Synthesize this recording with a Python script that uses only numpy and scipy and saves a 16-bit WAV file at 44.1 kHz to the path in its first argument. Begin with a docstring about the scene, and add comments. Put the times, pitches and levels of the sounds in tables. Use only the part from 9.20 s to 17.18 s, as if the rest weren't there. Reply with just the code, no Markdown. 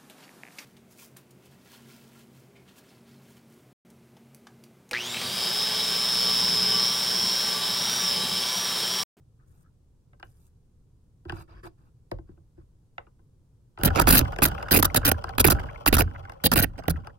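"""Faint squeaks and soft brushes over a quiet room's rumble: a slotted cardboard disc is being handled
right at a stereo microphone. Fingers tap it, and the card clacks and flexes. From about 4.6 s they flick
it round again and again: nail and skin catch and slip, so each flick scrapes and thuds through the card.
Between flicks the disc rumbles as it wobbles, and rubs and rattles on its axle."""
import sys
import numpy as np
from scipy import signal
from scipy.fft import rfft, irfft
from scipy.io import wavfile
from scipy.ndimage import uniform_filter1d

SR = 44100
rng = np.random.default_rng(int(sys.argv[2]) if len(sys.argv) > 2 else 0)


def log_audio(samples):
    """Write samples as a 16-bit WAV file to the path given in sys.argv[1]."""
    # one column per channel
    frames = np.atleast_2d(samples).T
    # limit to full scale, then quantise
    limited = np.clip(frames, -1, 1)
    pcm = np.round(limited * 32767).astype(np.int16)
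    wavfile.write(sys.argv[1], SR, pcm)


N = 351918
TIME, HZ = np.arange(N) / SR, np.arange(N // 2 + 1) * SR / N


def undb(db):
    """Decibels to gain."""
    return 10 ** (np.asarray(db) / 20)


def unit(x):
    """Scale to rms 1."""
    return x / np.sqrt(np.mean(x ** 2) + 1e-20)


def burst(x, db, seconds):
    """Give x the energy of a sound that holds db for so many seconds."""
    return x * undb(db) * np.sqrt(seconds * SR / (np.sum(x ** 2) + 1e-20))


def add(track, start, x):
    """Mix x into the track at start seconds."""
    i = int(start * SR)
    track[..., i:i + x.shape[-1]] += x[..., :N - i]


def slope(points):
    """Join (Hz, dB) points with straight lines on a log frequency axis."""
    hz, db = np.transpose(points)
    return np.interp(np.log(HZ + 1), np.log(hz), db)


def colour(x, points):
    """Causal filter with the given spectrum; white noise keeps its level."""
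    cepstrum = irfft(np.log(unit(undb(slope(points)))), N)
    cepstrum[1:N // 2] *= 2
    cepstrum[N // 2 + 1:] = 0
    return irfft(rfft(x) * np.exp(rfft(cepstrum)), N)


def focus(x, centre_hz, fall_db):
    """Favour the part of the card's range that a contact excites, losing fall_db an octave away."""
    octaves = np.log2((np.arange(len(x) // 2 + 1) * SR / len(x) + 1) / centre_hz)
    return irfft(rfft(x) * undb(-fall_db * np.abs(octaves)), len(x))


def walk(rate):
    """Smooth random drift of rms 1, taking rate steps a second."""
    step = max(int(SR / rate), 2)
    held = np.repeat(rng.standard_normal(N // step + 1), step)
    return unit(uniform_filter1d(held, step)[:N])


def flicker(rate, spread_db):
    """Gain of a grip that tightens and loosens at random."""
    steps = np.arange(N) * rate / SR
    grips = rng.standard_normal(int(steps[-1]) + 2)
    return undb(spread_db * np.interp(steps, np.arange(len(grips)), grips))


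def friction(rate, spread_db):
    """Fibres catching and letting go: about rate slips a second, of unequal size."""
    slips = rng.random(N) < rate / SR
    return unit(slips * rng.standard_normal(N) * undb(spread_db * rng.standard_normal(N)))


def contact(seconds, rise, fall):
    """Pressure of a passing finger: it lands, holds and lifts off."""
    t = np.arange(int((seconds + 6 * fall) * SR)) / SR
    return (1 - np.exp(-t / rise)) * np.exp(-np.maximum(t - seconds + fall / 2, 0) / fall)


def ring(modes, seconds, scatter_db=3.5, detune=0.031):
    """One blow on the card; where it lands changes the weight and pitch of every mode."""
    hz, db, t60 = np.transpose(modes)[:, :, None]
    weight, pitch, side = rng.standard_normal((3, len(hz), 1))
    t = np.arange(int(seconds * SR)) / SR
    decays = np.sign(side) * undb(db + scatter_db * weight - 60 * t / t60)
    return np.sum(decays * np.sin(2 * np.pi * hz * (1 + detune * pitch) * t), 0)


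def snag(centre_hz):
    """One clean slip of an edge, lasting about a millisecond."""
    return focus(signal.unit_impulse(SR // 200, SR // 800), centre_hz, fall_db=10.2)


def disperse(x, spread=.17, early_hz=5000):
    """Bending waves cross the card faster in the highs, so a crack arrives as a falling chirp."""
    cycles = spread * (2 * np.sqrt(HZ) - HZ / np.sqrt(early_hz))
    return irfft(rfft(x) * np.exp(-2j * np.pi * cycles), N)


def microphone(x, apart=1.0, lag_ms=.69, bend=.024):
    """Sound reaches the right port first; bending waves lag more in the lows; bass moves both alike."""
    left_lag_cycles = (HZ * lag_ms / 1000 + bend * np.sqrt(HZ)) / (1 + (480 / (HZ + 1)) ** 6)
    reflected = apart * HZ / (HZ + 220)
    direct = rfft(x) / np.sqrt(1 + reflected ** 2)
    out = irfft(direct * np.array([np.exp(-2j * np.pi * left_lag_cycles), np.ones(len(HZ))]), N)
    # two sets of reflections off hand and card trade places as the hand moves
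    t = np.arange(SR // 150) / SR
    turn = 2 * walk(30)
    for weight in (np.cos(turn), np.sin(turn)):
        echoes = burst(rng.standard_normal((2, len(t))) * np.exp(-t / 0.0018), 0, 2 / SR)
        out = out + weight * irfft(direct * reflected * rfft(echoes, N), N)
    return out


# The quiet room all round the microphone. Each row: frequency in Hz, relative level in dB.
ROOM_SPECTRUM = [(25, -1.5), (45, 1), (80, 0), (130, 1.5), (200, -12), (320, -18.5), (480, -21), (630, -32),
                 (1000, -34), (2000, -46), (5000, -45), (9000, -45), (15000, -53.5)]


def room_tone(level_db=-58.5):
    """A low indoor rumble common to both ports, under a thin hiss that is not."""
    mid, side = colour(rng.standard_normal((2, N)), ROOM_SPECTRUM)
    side = irfft(rfft(side) * HZ / (HZ + 450), N)
    return undb(level_db) * (mid + np.array([[1], [-1]]) * side)


# The disc nudged, faint even this close. 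Each row: start in seconds, length in seconds, level in dB.
SQUEAKS = [(0.186, 0.05, -68), (0.434, .05, -71.5)]


def squeaks():
    """Short dry rubs on the axle sing in one resonance of the card."""
    pressure = np.zeros(N)
    for start, seconds, db in SQUEAKS:
        add(pressure, start, undb(db) * contact(seconds, rise=0.013, fall=.008))
    sing = focus(friction(1800, spread_db=2.5), centre_hz=1280, fall_db=34)
    return microphone(pressure * unit(sing))


# A hand passing over the card, right at the microphone.
# Each row: start in seconds, length in seconds, rub level in dB, hiss level in dB.
BRUSHES = [(0.258, 0.18, -74.5, -75), (1.03, 0.26, -78, -73), (2.08, .029, -46, -76),
           (2.127, 0.1, -49, -65), (2.274, .13, -56.5, -90), (2.429, .046, -43.5, -60),
           (2.572, 0.12, -72, -90), (3.065, .06, -69.5, -94), (3.364, .06, -70, -94)]
# Skin's hiss, its rub and the card's wobble, up close. 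Each row: frequency in Hz, relative level in dB.
BRUSH_HISS_SPECTRUM = [(1500, -17), (4000, -5), (8000, 0), (12000, 3), (16000, -11)]
SKIN_RUB_SPECTRUM = [(280, -12), (338, 10.5), (420, -4), (700, -4.5), (1100, 3), (1700, -6.5), (2400, -14),
                     (3500, -20.5), (4900, -17), (6500, -37.5), (10000, -41)]
WOBBLE_SPECTRUM = [(18, -29), (30, 1), (50, 6.5), (80, 7.5), (120, 4), (200, -9.5), (300, -11.5),
                   (500, -35.5), (1500, -64)]


def brushes(typical_rub_db=-59.5):
    """Skin slides lightly over card with a soft rub and hiss; a firmer brush flexes it a little more."""
    pressure = np.zeros((3, N))
    for start, seconds, rub_db, hiss_db in BRUSHES:
        flex_db = -54 + .45 * (rub_db - typical_rub_db)
        stroke = contact(seconds, rise=.007, fall=.008)
        add(pressure, start, undb([hiss_db, rub_db, flex_db])[:, None] * stroke)
    hiss = colour(pressure[0] * friction(2300, 4.0) * unit(undb(1.2 * walk(180))), BRUSH_HISS_SPECTRUM)
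    rub = colour(pressure[1] * friction(9000, 1.4), SKIN_RUB_SPECTRUM)
    flex = colour(pressure[2] * rng.standard_normal(N), WOBBLE_SPECTRUM)
    return microphone(hiss + rub + flex)


# Fingers tapping the resting disc, close and a little left. Each row: start in seconds,
# clack level in dB, clack centre in Hz, body level in dB, snap level in dB.
TAPS = [(0.931, -57, 1070, -64.5, -82), (.998, -56, 1250, -59, -59), (1.027, -40.5, 1550, -54, -65),
        (2.051, -51, 920, -37, -68), (2.095, -32.5, 1650, -39.5, -51), (2.121, -38, 1100, -31, -50),
        (2.914, -30, 800, -29.5, -45.5), (2.985, -50, 820, -41, -73), (3.088, -62, 810, -42.5, -88),
        (3.172, -62.5, 700, -49.5, -93), (3.375, -61, 730, -43.5, -96), (3.78, -33, 1200, -54.5, -75),
        (3.866, -58.5, 985, -57, -96), (3.99, -67.5, 1000, -62, -100), (4.574, -41.5, 1170, -52, -84),
        (4.587, -44.5, 1160, -38, -54)]
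# The turning disc hitting its axle, further left. Each row: start in seconds, clack level in dB.
AXLE_KNOCKS = [(5.121, -38.5), (5.161, -36.5), (5.186, -27.5), (5.349, -39), (5.426, -32), (5.485, -35.5),
               (6.04, -30), (6.091, -36.5), (6.398, -38.5), (7.095, -38), (7.119, -42), (7.637, -44.5),
               (7.87, -38.5)]
# The disc's slow flexing and stiff clacking modes.
# Each row: frequency in Hz, relative level in dB, seconds to fall 60 dB.
FLEX_MODES = [(32.5, -12, 0.48), (45.3, -4.5, 0.45), (80.7, 0, 0.27), (91.5, -4, 0.17), (120.4, 2, .17),
              (157, 3, 0.072)]
CLACK_MODES = [(470, 7, 0.084), (565, 0.5, 0.14), (683, -4, 0.013), (780, -4.5, .045), (1050, 0, 0.079),
               (1250, -3, 0.032), (1363, 7.5, 0.028), (1550, 5, 0.049), (2000, 8.5, .025), (2330, 3, 0.02),
               (2830, 6, 0.041), (3600, -27, 0.041)]
# The card's rasp, its surface snap, and the treble lost as a fingertip is too soft to drive the
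# highest modes. Each row: frequency in Hz, relative level in dB.
RASP_SPECTRUM = [(250, -23.5), (500, 0), (720, -6), (1000, -6.5), (1550, -6), (2000, -12), (2700, -11.5),
                 (3400, -19), (4300, -15.5), (5500, -18.5), (7500, -22.5), (12000, -36.5)]
SNAP_SPECTRUM = [(1500, 4.5), (3000, -14.5), (4900, 2.5), (7000, -11.5), (9000, -8), (15000, -14.5)]
SOFT_BLOW_SPECTRUM = [(3600, 0.5), (6000, -11), (9000, -21), (15000, -37.5)]


def taps_and_knocks(knock_hz=1040, hollow_hz=339.7, hollow_t60=0.056):
    """A blow of finger or axle snaps at the surface, clacks in the stiff modes and swings the slow ones."""
    out, snaps = np.zeros((2, N)), np.zeros(N)
    seconds = .3
    t = TIME[:int(seconds * SR)]
    buzz = colour(rng.standard_normal(N), RASP_SPECTRUM)[:len(t)]
    blows = [(*tap, 1.5) for tap in TAPS]
    blows += [(start, db, knock_hz, db - 14, db - 9, 3.5) for start, db in AXLE_KNOCKS]
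    for start, clack_db, centre_hz, body_db, snap_db, pan_db in blows:
        modes = [(hz, db - 6 * np.log2(hz / centre_hz) ** 2, t60) for hz, db, t60 in CLACK_MODES]
        # the edges buzz briefly against each other after the blow
        edges = focus(np.roll(buzz, rng.integers(len(t))), centre_hz, fall_db=18)
        edges *= np.exp(-t / .004) + 0.16 * np.exp(-t / 0.016)
        clack = unit(ring(modes, seconds, scatter_db=0.0, detune=0.017)) + unit(edges)
        add(clack, 0, burst(snag(0.78 * centre_hz), 0.98, seconds))
        # gentle blows come from the pad of the finger and take longer to land
        landing_s = 0.0002 * undb(-clack_db - 36.5)
        clack = burst(clack * (1 - np.exp(-t / landing_s)), clack_db + 2.0, 0.0058)
        add(out, start, unit(undb(np.array([[pan_db], [-pan_db]]) / 2)) * clack)
        # the slow modes take a moment to build up
        swell = 1 - np.exp(-t / 0.004)
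        pitch_hz = hollow_hz * (1 + .012 * rng.standard_normal())
        hollow = np.sin(2 * np.pi * pitch_hz * t) * undb(-60 * t / hollow_t60)
        add(out, start, burst(swell * ring(FLEX_MODES, seconds), body_db + 3, 0.0044))
        add(out, start, burst(swell * hollow, body_db, 0.0027))
        add(snaps, start, burst(rng.standard_normal(len(t)) * np.exp(-t / 0.0024), snap_db, 0.0054))
    softened = irfft(rfft(disperse(out, spread=.12)) * undb(slope(SOFT_BLOW_SPECTRUM)), N)
    return microphone(softened + colour(snaps, SNAP_SPECTRUM), apart=0.88)


# How hard the disc bears on its axle, beside the microphone. Each row: time in seconds, rub level in dB.
AXLE_LOAD = [(4.55, -81), (4.611, -36.5), (4.7, -33.5), (5.04, -38), (5.19, -46.5), (5.33, -39.5),
             (5.6, -43.5), (5.82, -39), (5.97, -45), (6.42, -41.5), (6.6, -47), (6.989, -47), (7.2, -55),
             (7.5, -65), (7.66, -47), (7.97, -61)]
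# The hole rubbing on the axle. Each row: frequency in Hz, relative level in dB.
AXLE_RUB_SPECTRUM = [(200, -29.5), (450, 1), (600, -3.5), (780, -0.5), (1000, -2.5), (1350, -4),
                     (1700, -19), (2200, -26), (3000, -13.5), (3700, -30.5), (4900, -25.5), (7000, -37),
                     (14000, -40)]
# What sings as the disc turns. Each row: frequency in Hz, relative level in dB, seconds to fall 60 dB.
AXLE_MODES = [(430, -5, 0.086), (556, -1, .14), (640, -5.5, 0.064), (765, -1.5, 0.099), (797, -3, 0.104),
              (1272, -3, 0.1), (1339, -4, 0.043), (1450, -2, 0.068)]


def spin(rattle_count=140):
    """The hole of the disc rubs and rattles lightly on its axle while the card wobbles."""
    times, rub_db = np.transpose(AXLE_LOAD)
    rub = undb(np.interp(TIME, times, rub_db, left=-140))
    slips = rub * unit(undb(4.1 * walk(90))) * friction(1800, spread_db=4.4)
    resonance = burst(ring(AXLE_MODES, .15, scatter_db=4.0, detune=0.0029), 0, 1 / SR)
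    sing = signal.fftconvolve(slips, resonance)[:N]
    axle = colour(slips, AXLE_RUB_SPECTRUM) * undb(-1.0) + sing * undb(-4.5)
    for when, size, octave in rng.random((rattle_count, 3)):
        start = times[0] + when * (times[-1] - times[0])
        # each rattle is a damped clack, centred within half an octave of 1100 Hz
        modes = [(hz, db - 15 * (np.log2(hz / 1100) - octave + .5) ** 2, 0.46 * t60)
                 for hz, db, t60 in CLACK_MODES]
        rattle = ring(modes, .05, detune=.03)
        rattle *= 1 - np.exp(-TIME[:len(rattle)] / 0.00082)
        add(axle, start, burst(rattle, np.interp(start, times, rub_db) - 4 + 8 * size, .012))
    rumble = colour(wobble(rub) * rng.standard_normal(N), WOBBLE_SPECTRUM)
    return microphone(disperse(axle) + rumble)


def wobble(rub, kick_db=-10, turn_db=1, t60=0.53):
    """Size of the disc's wobble: each touch adds energy that dies away; turning keeps a little going."""
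    kicks = np.zeros(N)
    for start, seconds, _, _, thud_db in touches():
        kicks[int((start + seconds) * SR)] += undb(thud_db + kick_db) ** 2
    retained = np.exp(-2 * np.log(1000) / (t60 * SR))
    energy = signal.lfilter([1], [1, -retained], kicks)
    return np.sqrt(energy + (rub * undb(turn_db)) ** 2)


# The fingernail catching the rim, right at the microphone.
# Each row: start in seconds, then rasp, hiss and thud levels in dB.
NAIL_CATCHES = [(4.634, -27.5, -20, -17.5), (4.797, -16, -18, -19), (4.871, -16.5, -24.5, -17),
                (4.99, -23.5, -15, -19), (5.22, -18, -24.5, -20), (5.626, -16, -13.5, -21),
                (5.745, -20, -22.5, -19.5), (5.915, -18, -18.5, -26.5), (6.181, -21, -24.5, -26),
                (6.282, -19.5, -23, -22.5), (6.66, -17, -23.5, -34.5), (6.727, -17.5, -23.5, -13.5),
                (6.767, -22, -24, -20), (6.818, -27, -28, -22.5), (7.316, -19, -20.5, -21),
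                (7.358, -21.5, -21.5, -28), (7.681, -20.5, -32.5, -18)]
# The finger sliding along the card, just as close.
# Each row: start in seconds, length in seconds, then rasp, hiss and thud levels in dB.
FINGER_SLIDES = [(4.648, 0.016, -24.5, -17.5, -22), (4.666, .015, -27.5, -32, -20),
                 (4.757, 0.043, -24, -39.5, -30), (4.811, 0.013, -27.5, -24, -17.5),
                 (4.877, 0.11, -23, -15.5, -22), (4.997, 0.019, -33.5, -38, -20),
                 (5.226, 0.018, -26.5, -14.5, -28), (5.252, 0.01, -20, -17, -26),
                 (5.265, 0.023, -36.5, -34.5, -26.5), (5.509, 0.073, -23.5, -18, -24),
                 (5.588, .013, -26, -23, -19), (5.645, 0.013, -22.5, -17, -29),
                 (5.759, .019, -22.5, -17, -22), (5.849, .046, -23.5, -19, -26),
                 (6.196, 0.017, -23.5, -14, -17), (6.243, 0.012, -17.5, -16, -18),
                 (6.263, 0.017, -28.5, -18.5, -16.5), (6.3, .014, -22.5, -16, -23),
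                 (6.318, .011, -23.5, -21, -20), (6.668, .02, -25, -17, -23),
                 (6.74, 0.014, -25.5, -18, -21), (6.782, 0.029, -22.5, -21, -31),
                 (7.238, 0.032, -22.5, -19.5, -25), (7.326, 0.015, -27, -19.5, -17.5),
                 (7.365, .04, -24, -20.5, -27), (7.417, 0.029, -27.5, -22.5, -26),
                 (7.579, 0.021, -37.5, -65, -42), (7.696, .016, -35, -27, -23.5)]


def touches(catch_s=.0055, bounce_s=.023, gap_s=0.0036):
    """List the catches and slides; in a long slide the card flutters and briefly leaves the finger."""
    rows = [(start, catch_s, *levels) for start, *levels in NAIL_CATCHES]
    for start, seconds, *levels in FINGER_SLIDES:
        bounces = max(1, round(seconds / bounce_s))
        period = (seconds + gap_s) / bounces
        rows += [(start + k * period, period - gap_s, *levels) for k in range(bounces)]
    return rows


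# A scrape's bright hiss at close range. Each row: frequency in Hz, relative level in dB.
SCRAPE_HISS_SPECTRUM = [(1500, -52), (4000, -4.5), (5500, -7), (7500, -13.5), (8700, -8), (11000, 2),
                        (13000, 3), (15700, -2)]
# The card under a fingertip. Each row: frequency in Hz, relative level in dB, seconds to fall 60 dB.
THUMP_MODES = [(223, -1.5, 0.045), (275.6, 2.5, 0.045), (328, -0.5, 0.038), (439, 2, 0.023)]
# Scrapes lie nearer the microphone's right port. Each row: frequency in Hz, left minus right in dB.
SCRAPE_PAN = [(35, -1), (70, -.5), (140, -2.5), (290, -9), (480, -18), (700, -6.5), (1200, -9.5),
              (1700, -11.5), (2700, -3), (6000, 0), (12000, -0.5)]


def scrapes(rasp_hz=1560, nail_db_per_octave=21):
    """Each touch is a run of slips: bright hiss, a rasp, a hollow thump and a push that flexes the disc."""
    out, card = np.zeros((2, N))
    bright = colour(friction(24000, 0.91), SCRAPE_HISS_SPECTRUM) * flicker(580, spread_db=4.3)
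    rough = colour(friction(4500, 1.9), RASP_SPECTRUM) * flicker(325, spread_db=5.1)
    shove = rng.standard_normal(N)
    t = TIME[:SR // 100]
    for start, seconds, rasp_db, hiss_db, thud_db in touches():
        i = int(start * SR)
        press = contact(seconds, rise=0.11 * seconds, fall=0.0013)
        drag = contact(seconds, rise=0.016 * seconds, fall=0.0043)
        # the more nail in a touch (hiss over rasp), the higher the card rasps
        centre_hz = rasp_hz * 2 ** ((hiss_db - rasp_db) / nail_db_per_octave)
        # brief touches are mostly one crack as the fingernail catches, long ones swell
        crack = np.clip(0.13 + np.exp(-(seconds / 0.009) ** 2), 0, 1)
        attack = 1 + 3 * crack ** 2 * np.exp(-TIME[:len(press)] / 0.0013)
        hiss = bright[i:i + len(press)] * press * attack
        add(out, start - .0005, burst(hiss, hiss_db + 1.08, seconds))
        # the card bends under the finger, so every touch has its own short resonances
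        resonance = rng.standard_normal(len(t)) * np.exp(-t / 0.00043)
        rasp = focus(signal.fftconvolve(rough[i:i + len(drag)] * drag, resonance), centre_hz, fall_db=2.7)
        add(card, start - .0005, np.sqrt(1 - 0.87 * crack) * burst(rasp, rasp_db + 1.7, seconds))
        add(card, start - .0008, np.sqrt(crack) * burst(snag(0.68 * centre_hz), rasp_db + 1.5, seconds))
        push = press * shove[i:i + len(press)]
        for modes, db in ((THUMP_MODES, (rasp_db + thud_db) / 2), (FLEX_MODES, thud_db)):
            thud = signal.fftconvolve(push, ring(modes, .3, detune=0.073))
            add(out, start - .001, burst(thud, db, seconds))
    stereo = microphone(out + disperse(card), apart=0.88)
    pan = undb(np.array([[1], [-1]]) * slope(SCRAPE_PAN) / 2)
    return irfft(rfft(stereo) * pan / np.sqrt(np.mean(pan ** 2, 0)), N)


def room(x, t60=0.17):
    """A small furnished room answers faintly, mostly in the low middle range."""
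    t = TIME[:SR // 2]
    tail = rng.standard_normal((2, len(t))) * undb(-60 * t / t60) * (1 - np.exp(-t / 0.0055))
    tail = burst(tail, db=-19, seconds=2 / SR)
    tone_db = slope([(45, -5), (120, 6.5), (500, 3), (1500, -8.5), (4000, -4.5), (9000, -8.5),
                     (15000, -25.0)])
    return irfft(rfft(x) * rfft(tail, N) * undb(tone_db), N)


def scene():
    """The disc at the microphone and the room around it; scrapes are nearest and so driest."""
    near = scrapes()
    rest = taps_and_knocks() + spin() + brushes() + squeaks()
    return near + rest + room(undb(-5.0) * near + undb(6.0) * rest) + room_tone()


def record(dry, top_hz=15900):
    """The recorder clips at full scale and cuts the top."""
    lowpass = signal.ellip(8, .2, 70, top_hz, fs=SR, output="sos")
    return signal.sosfilt(lowpass, np.clip(dry, -1, 1))


dry = scene()
out = record(dry)
log_audio(out)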